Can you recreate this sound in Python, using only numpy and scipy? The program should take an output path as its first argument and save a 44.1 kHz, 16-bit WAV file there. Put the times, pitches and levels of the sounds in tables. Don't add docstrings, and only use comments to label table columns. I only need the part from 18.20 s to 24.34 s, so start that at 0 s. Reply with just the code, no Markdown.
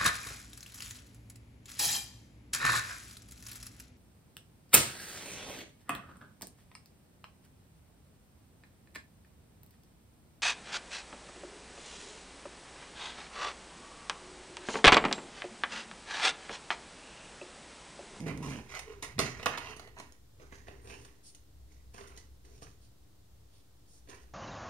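import sys
import numpy as np
from scipy import signal
from scipy.fft import rfft, irfft
from scipy.io import wavfile
from scipy.ndimage import uniform_filter1d

SR = 44100
rng = np.random.default_rng(int(sys.argv[2]) if len(sys.argv) > 2 else 0)


def output_pcm(signal):
    pcm = np.clip(np.atleast_2d(signal).T, -1, 1) * 32767
    wavfile.write(sys.argv[1], SR, np.round(pcm).astype(np.int16))


N = 270631

# t/s, f/Hz, level/dB
GROWL_CONTOUR = [(0, 122, -42), (.04, 156, -38), (.11, 156, -38), (.15, 143, -41.5), (.3, 141, -40),
                 (.36, 120, -42), (.395, 110, -47), (.42, 108, -58), (.47, 108, -110)]
# f/Hz, bandwidth/Hz, gain/dB
THROAT_MODES = [(155, 90, 0), (285, 90, -3), (430, 80, -12), (1000, 300, -24)]
BONE_MODES = [(708, 240, 1.5), (1034, 101, 7.5), (1296, 240, 1), (1742, 298, 2), (2000, 179, 4.5),
              (2255, 290, 1.5), (2800, 380, -1), (3220, 100, -3.5), (4050, 610, -8.5)]
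CORE_MODES = [(289, 120, -2), (341, 69, 3), (413.6, 65, 5.5), (499, 31, -4.5)]
SLAB_MODES = [(146, 46, 7), (197, 32, -10), (266, 91, 7)]
# t/s at full level, rise/s, hold/s, decay/(dB/s),
# drag level/dB, core level/dB, grit level/dB, top-end level/dB, favoured f/Hz
SCUFFS = [(0.0, 0.014, 0.0031, 283, -53.5, -54.5, -57, -60, 2070),
          (0.065, 0.017, 0.0081, 168, -49.5, -45.5, -62.5, -62, 2100),
          (0.228, 0.018, 0.013, 89, -54, -53.5, -57.5, -61, 1040),
          (0.326, 0.26, 0.012, 153, -50.5, -49.5, -59, -62, 2530),
          (0.498, 0.05, 0.0067, 113, -52, -58.5, -60, -69, 2140),
          (0.557, 0.059, 0.011, 311, -46.5, -78, -50, -58, 2230),
          (0.688, 0.097, 0.014, 144, -58.5, -56, -66, -73, 1060),
          (0.825, 0.0078, 0.01, 165, -49, -54, -57, -63, 1940),
          (0.994, 0.009, 0.018, 114, -39, -48.5, -44.5, -57, 2057),
          (1.219, 0.25, .005, 500, -52.5, -58, -63, -69, 1330),
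          (1.315, 0.021, 0.0044, 89, -42.5, -57, -64, -80, 1500),
          (1.486, 0.19, 0.026, 409, -50.5, -53.5, -58, -66.5, 3100),
          (1.625, 0.045, 0.0053, 178, -59, -58.5, -72, -78, 1900),
          (1.782, 0.038, 0.0046, 155, -56, -63.5, -65, -70, 1720),
          (2.214, 0.066, 0.0054, 217, -66.5, -56, -69.5, -81.5, 1350),
          (2.322, 0.02, 0.0046, 104, -62, -59.5, -65.5, -75, 1910),
          (2.476, 0.029, .005, 92, -62.5, -55.5, -70, -85, 1800),
          (2.641, .02, 0.016, 105, -67.5, -59.5, -72, -67, 1840),
          (2.702, 0.04, 0.0043, 130, -56, -53, -57, -63, 2700),
          (2.8, 0.26, .005, 93, -67.5, -64, -70, -71.5, 1820),
          (3.517, 0.098, .005, 108, -79.5, -71, -75.5, -84.5, 2090),
          (3.74, 0.0088, 0.012, 82, -60.5, -69, -62.5, -66, 1320),
          (3.79, 0.064, 0.0055, 147, -58, -55, -80, -74, 1300),
          (3.903, 0.11, 0.0074, 171.5, -64.5, -63, -81, -87, 1340),
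          (3.975, 0.027, 0.0041, 330, -65.5, -61.5, -56.5, -67, 2040),
          (4.248, .015, 0.12, 129, -79, -66, -71, -77, 1480),
          (4.431, 0.051, .005, 181, -62.5, -70, -62, -67.5, 1420),
          (5.89, 0.018, 0.025, 130, -59.5, -59, -63.5, -68, 1600)]
# f/Hz, density level/dB
GRIT_SPECTRUM = [(1500, -34.5), (2800, -9), (3900, -5), (5100, -3.5), (6500, 0), (7500, -10.5), (8500, -33)]
TOP_SPECTRUM = [(6500, -27.5), (7600, -11.5), (9400, 3.5), (10600, -7.5), (13000, -20.5), (15800, -22)]
AMBIENT_SPECTRUM = [(18, -42), (30, -28), (48, -11), (106, -8.5), (130, -12.5), (203, -16), (238, -22.5),
                    (294, -13), (326, -18.5), (459, -22), (537, -24.5), (755, -27), (2390, -35),
                    (3830, -32), (15800, -38.5)]
# t/s, rumble level/dB, hum level/dB
RUMBLE_AND_HUM = [(0, -55.5, -52), (.3, -49.5, -65), (.48, -59.5, -71.5), (1, -54.5, -56.5),
                  (2.05, -64, -69), (2.4, -55.5, -66.5), (2.85, -56.5, -59.5), (3.02, -72.5, -83),
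                  (3.35, -54, -66), (4.4, -56.5, -62.5), (4.93, -68, -68.5), (5.13, -60.5, -66.5),
                  (5.45, -68, -73), (6.14, -55.5, -75.5)]
# t/s, level/dB, relative treble/dB, core/dB and slab/dB, contact time/ms
IMPACTS = [(0.065, -41.5, -27, -2, 7.5, 4.6), (0.175, -55.5, 17, 0, 0, 2.5),
           (0.592, -42, 10.5, -15, -13, 4.1), (0.825, -41, 9.5, -7, -2, 12), (0.845, -42, 8, -10, -5, 4),
           (0.982, -40, -15, 4, 8, 4), (0.9908, -20, 4, -6, -7, 3.5), (1.0, -28, -2, 4, -2, 4),
           (1.197, -46, -7, 3, -2, 9.9), (1.229, -38, -17, 4.5, -7, 5.8), (1.259, -20.5, -12, 2, -19, 2.5),
           (1.263, -22, -12, 3, -19, 2.5), (1.2675, -23.5, -10, 1, -19, 3),
           (1.3755, -28, -8, -12, -11.5, 3), (1.382, -32, -6, -10, -11, 3), (1.565, -63, 20.5, 2, 14, 7.1),
           (1.596, -39, -9, -2, -12, 3.5), (1.674, -46, -12, 8, -12, 5), (1.787, -48, 8, -14, 2, 1.4),
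           (1.799, -36, -3.5, -1, -6.5, 2.7), (1.923, -62, 20, -2, 6, 1.5), (2.199, -59, -12, 2, 13.5, 3.6),
           (2.324, -52, -14, 8, 2, 2.7), (2.482, -47, -7, 7, 5, 5.8), (2.673, -54.5, 5, -8, 3.5, 13),
           (2.699, -54, 6, -6, -6, 3), (2.74, -55, 4, -6, -6, 3), (2.849, -54, 9, -6, -2.5, 5.9),
           (3.148, -68.5, 25, 3.5, 2.5, 6.6), (3.744, -55.5, -2, -2, 1, 7.5), (3.811, -51, -8, 10, -7, 4),
           (3.874, -67, 23, 0, 11, 6.5), (3.965, -66, 20, -5, -5, 2), (3.975, -53, 14, 0, -1, 3.4),
           (4.249, -65, 2, 12, 4, 8), (4.422, -55, 9, 15, 9.5, 5.4), (5.874, -62, -3, 10, 2, 6),
           (5.887, -56, 0, 4, 0, 10)]
# t/s, duration/s, level/dB, first f/Hz, last f/Hz
LOW_TONE_GLIDES = [(.655, .04, -51, 430, 450), (.695, .04, -43.5, 425, 445), (.745, .065, -52, 405, 400),
                   (.95, .045, -43, 125, 160), (1.005, .045, -43, 180, 130), (3.785, .045, -47.5, 415, 405)]
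CLAW_SQUEAK = (2.613, .03, -66, 8900, 8600)
# t/s, duration/s, level/dB, nostril resonance f/Hz, relative top end/dB
SNIFF_PUFFS = [(3.026, 0.096, -61, 4960, 1.5), (4.598, 0.087, -71, 4000, -2), (5.294, 0.14, -73, 3500, -3),
               (5.66, 0.16, -68.5, 5530, -0.5)]
# f/Hz, T60/s
REVERB_TIME = [(100, 0.99), (500, 0.29), (2000, 0.31), (6000, 0.26), (14000, 0.21)]
# f/Hz, coherence
AMBIENT_COHERENCE = [(30, 0.061), (130, 0.8), (290, 0.4), (640, 0.32), (1400, 0), (16000, 0.058)]
ROOM_COHERENCE = [(100, 0.64), (300, 1), (600, 0.55), (1200, 0.36), (16000, 0.18)]
# f/Hz, level/dB; and f/Hz, phase lead/rad
PORT_LEVEL = [(60, 1), (130, -1), (250, -5), (450, -2.5), (1000, -3.5), (2000, -11), (4000, -4), (6500, -9),
              (9400, 7), (12000, 3)]
PORT_PHASE = [(60, 0.44), (150, 0.08), (280, 0.17), (430, 0.47), (1000, -0.24), (2000, 2), (3700, 0.23),
              (6000, 9.5), (8000, 7), (10600, 10), (16000, 15)]
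# t/s, lag of the right port/ms
PORT_LAG = [(0, 0), (1.4, 0), (2.6, .32), (6.2, .32)]


def from_db(db):
    return 10 ** (np.asarray(db) / 20)


def unit_rms(x):
    return x / np.sqrt(np.mean(x ** 2) + 1e-20)


def in_time(rows):
    times, *columns = np.transpose(rows)
    return [np.interp(np.arange(N) / SR, times, column) for column in columns]


def at_hz(points, hz):
    frequencies, values = np.transpose(points)
    return np.interp(np.log(hz + 1), np.log(frequencies), values)


def coloured(x, spectrum):
    return irfft(rfft(x) * from_db(at_hz(spectrum, np.fft.rfftfreq(N, 1 / SR))), N)


def drift(rate_hz):
    r = np.exp(-80 * np.pi * rate_hz / SR)
    slow = signal.lfilter([1], [1, -2 * r, r * r], rng.standard_normal(N // 40 + 2002))[2000:]
    return np.interp(np.arange(N) / 40, np.arange(len(slow)), unit_rms(slow))


def resonate(x, hz, width):
    r = np.exp(-np.pi * width / SR)
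    poles = [1, -2 * r * np.cos(2 * np.pi * hz / SR), r * r]
    return signal.lfilter([(1 - r * r) / 2, 0, (r * r - 1) / 2], poles, x + 1e-18)


def body(x, modes):
    return sum((-1) ** k * from_db(db) * resonate(x, hz, width) for k, (hz, width, db) in enumerate(modes))


def grains(per_s, spread_db):
    sizes = from_db(spread_db * np.minimum(rng.exponential(1, N), 5)) * rng.choice([-1, 1], N)
    return unit_rms(sizes * (rng.random(N) < per_s / SR))


def stereo(mid, side, coherence):
    return np.sqrt(1 + coherence) * mid + np.sqrt(1 - coherence) * side * [[1], [-1]]


def growl(jitter=.11, shimmer_db=4.5):
    pitch_hz, level_db = in_time(GROWL_CONTOUR)
    cycle = np.ceil(np.cumsum(pitch_hz * (1 + jitter * drift(50))) / SR).astype(int)
    strength = from_db(shimmer_db * rng.standard_normal(N // 40))[cycle]
    voice = body(np.diff(cycle, prepend=0) * strength, THROAT_MODES)
    voice = signal.sosfilt(signal.butter(2, 700, fs=SR, output="sos"), voice)
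    running_rms = np.sqrt(uniform_filter1d(voice ** 2, size=900) + 1e-12)
    return from_db(level_db) * voice / running_rms


def scuff_envelope(levels_db, rise_db=30):
    t = np.arange(0, N + 32, 32) / SR
    full_at, rise, hold, decay = np.array(SCUFFS)[:, :4].T[:, :, None]
    swell_db = rise_db * np.minimum(t - full_at, 0) / rise
    fade_db = decay * np.maximum(t - full_at - hold, 0)
    power = from_db(2 * levels_db) @ from_db(2 * (swell_db - fade_db))
    return np.interp(np.arange(N) / SR, t, np.sqrt(power))


def rubbing(favour_db=6.5, wander_db=2.2):
    drag_db, core_db, spot_hz = np.array(SCUFFS)[:, [4, 5, 8]].T
    plucks = from_db(3.6 * drift(45)) * grains(3000, spread_db=3)
    plucks /= np.std(body(plucks, BONE_MODES))
    drag = 0
    for k, (hz, width, db) in enumerate(BONE_MODES):
        nearness = np.exp(-(5 * np.log2(spot_hz / hz)) ** 2)
        force = plucks * scuff_envelope(drag_db + db + favour_db * nearness)
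        drag += (-1) ** k * resonate(force * from_db(wander_db * drift(12)), hz, width)
    boom = unit_rms(body(grains(2000, spread_db=-.5), CORE_MODES))
    return drag + scuff_envelope(core_db) * boom


def brushing():
    grit_db, top_db = np.array(SCUFFS)[:, [6, 7]].T
    sand = from_db(2.5 * drift(35)) * grains(3000, spread_db=3.8)
    grit = scuff_envelope(grit_db) * unit_rms(coloured(sand, GRIT_SPECTRUM))
    return grit + scuff_envelope(top_db) * unit_rms(coloured(sand, TOP_SPECTRUM))


def background(ambient_db=-64, rumble_hz=61.2, hum_hz=103):
    mid, side = rfft(rng.standard_normal((2, N)))
    hz = np.fft.rfftfreq(N, 1 / SR)
    pair = stereo(mid, side, at_hz(AMBIENT_COHERENCE, hz))
    ambient = unit_rms(irfft(pair * from_db(at_hz(AMBIENT_SPECTRUM, hz)), N))
    rumble_db, hum_db = in_time(RUMBLE_AND_HUM)
    white = rng.standard_normal((2, N))
    rumble = unit_rms(resonate(resonate(white[0], rumble_hz, 14), rumble_hz, 14))
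    rumble /= np.sqrt(uniform_filter1d(rumble ** 2, size=8000))
    hum = unit_rms(resonate(resonate(white[1], hum_hz, 31), hum_hz, 31))
    return from_db(ambient_db) * ambient + ports(from_db(rumble_db) * rumble + from_db(hum_db) * hum)


def knocks(scatter_db=2.5, broadening=1.99):
    t = np.arange(int(.05 * SR)) / SR
    modes = BONE_MODES + CORE_MODES + SLAB_MODES
    drive, crack = np.zeros((len(modes), N + len(t))), np.zeros(N + len(t))
    for start, db, treble_db, core_db, slab_db, contact_ms in IMPACTS:
        noise, contact_s = rng.standard_normal(len(t)), contact_ms / 1000
        chatter = noise * np.abs(noise) * np.exp(-t / contact_s)
        chatter *= np.sqrt(.375 * SR * contact_s / np.sum(chatter ** 2))
        chatter[0] = 3.3
        at = slice(round(start * SR), round(start * SR) + len(t))
        part_db = np.repeat([0, core_db, slab_db], [len(BONE_MODES), len(CORE_MODES), len(SLAB_MODES)])
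        mode_db = db + 9 + part_db + scatter_db * rng.standard_normal(len(modes))
        drive[:, at] += from_db(mode_db)[:, None] * chatter
        crack[at] += from_db(db + treble_db) * chatter
    ringing = sum((-1) ** k * from_db(db) * resonate(drive[k, :N], hz, broadening * width)
                  for k, (hz, width, db) in enumerate(modes))
    return ringing + coloured(crack[:N], GRIT_SPECTRUM) + from_db(-1) * coloured(crack[:N], TOP_SPECTRUM)


def glide(start, length, db, from_hz, to_hz, waver_hz):
    progress = (np.arange(N) / SR - start) / length
    phase = 2 * np.pi * np.cumsum(from_hz + (to_hz - from_hz) * np.clip(progress, 0, 1)) / SR
    envelope = np.interp(progress, [0, .25, .6, 1], [0, 1, 1, 0])
    return from_db(db + 3 * drift(waver_hz)) * envelope * np.sin(phase)


def sniffing(width_hz=3200):
    puffs, white = np.zeros(N), rng.standard_normal(N)
    top = unit_rms(coloured(white, TOP_SPECTRUM))
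    for start, length, db, hz, top_db in SNIFF_PUFFS:
        at = slice(round(start * SR), round((start + length) * SR))
        nose = unit_rms(resonate(resonate(white[at], hz, width_hz), hz, 2 * width_hz))
        puffs[at] += from_db(db) * np.sqrt(np.hanning(len(nose))) * (nose + from_db(top_db) * top[at])
    return puffs


def room(x, wet_db=-4.5, onset_s=.0012):
    t = np.arange(int(.7 * SR)) / SR
    edges, tail = 70 * 2 ** np.arange(0, 8.1, .5), 0
    for low, high in zip(edges, edges[1:]):
        band = signal.butter(2, [low, high], "band", fs=SR, output="sos")
        mid, side = signal.sosfilt(band, rng.standard_normal((2, len(t))))
        hz = np.sqrt(low * high)
        envelope = from_db(-60 * t / at_hz(REVERB_TIME, hz)) * (1 - np.exp(-t / onset_s))
        tail += envelope * stereo(mid, side, at_hz(ROOM_COHERENCE, hz))
    tail *= from_db(wet_db) / np.sqrt(np.sum(tail ** 2) / 2)
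    return signal.fftconvolve(x[None], tail, axes=1)[:, :N]


def ports(pair):
    hz = np.fft.rfftfreq(N, 1 / SR)
    left = from_db(at_hz(PORT_LEVEL, hz) / 2) * np.exp(.5j * at_hz(PORT_PHASE, hz))
    return irfft(rfft(pair) * np.array([left, 1 / left]), N)


def scene():
    low_sounds = growl() + sum(glide(*tone, waver_hz=30) for tone in LOW_TONE_GLIDES)
    clatter = rubbing() + brushing() + knocks() + sniffing() + glide(*CLAW_SQUEAK, waver_hz=250)
    near, n = low_sounds + clatter, np.arange(N)
    lag_samples = in_time(PORT_LAG)[0] * SR / 1000
    direct = np.array([near, np.interp(n - lag_samples, n, near)])
    return ports(direct + room(clatter + from_db(-12) * low_sounds)) + background()


def record(dry, low_hz=46, high_hz=15750, offset=-.001):
    dry = signal.sosfilt(signal.butter(3, low_hz, "high", fs=SR, output="sos"), dry) + offset
    return signal.sosfilt(signal.ellip(12, .5, 70, high_hz, fs=SR, output="sos"), dry)


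dry = scene()
out = record(dry)
output_pcm(out)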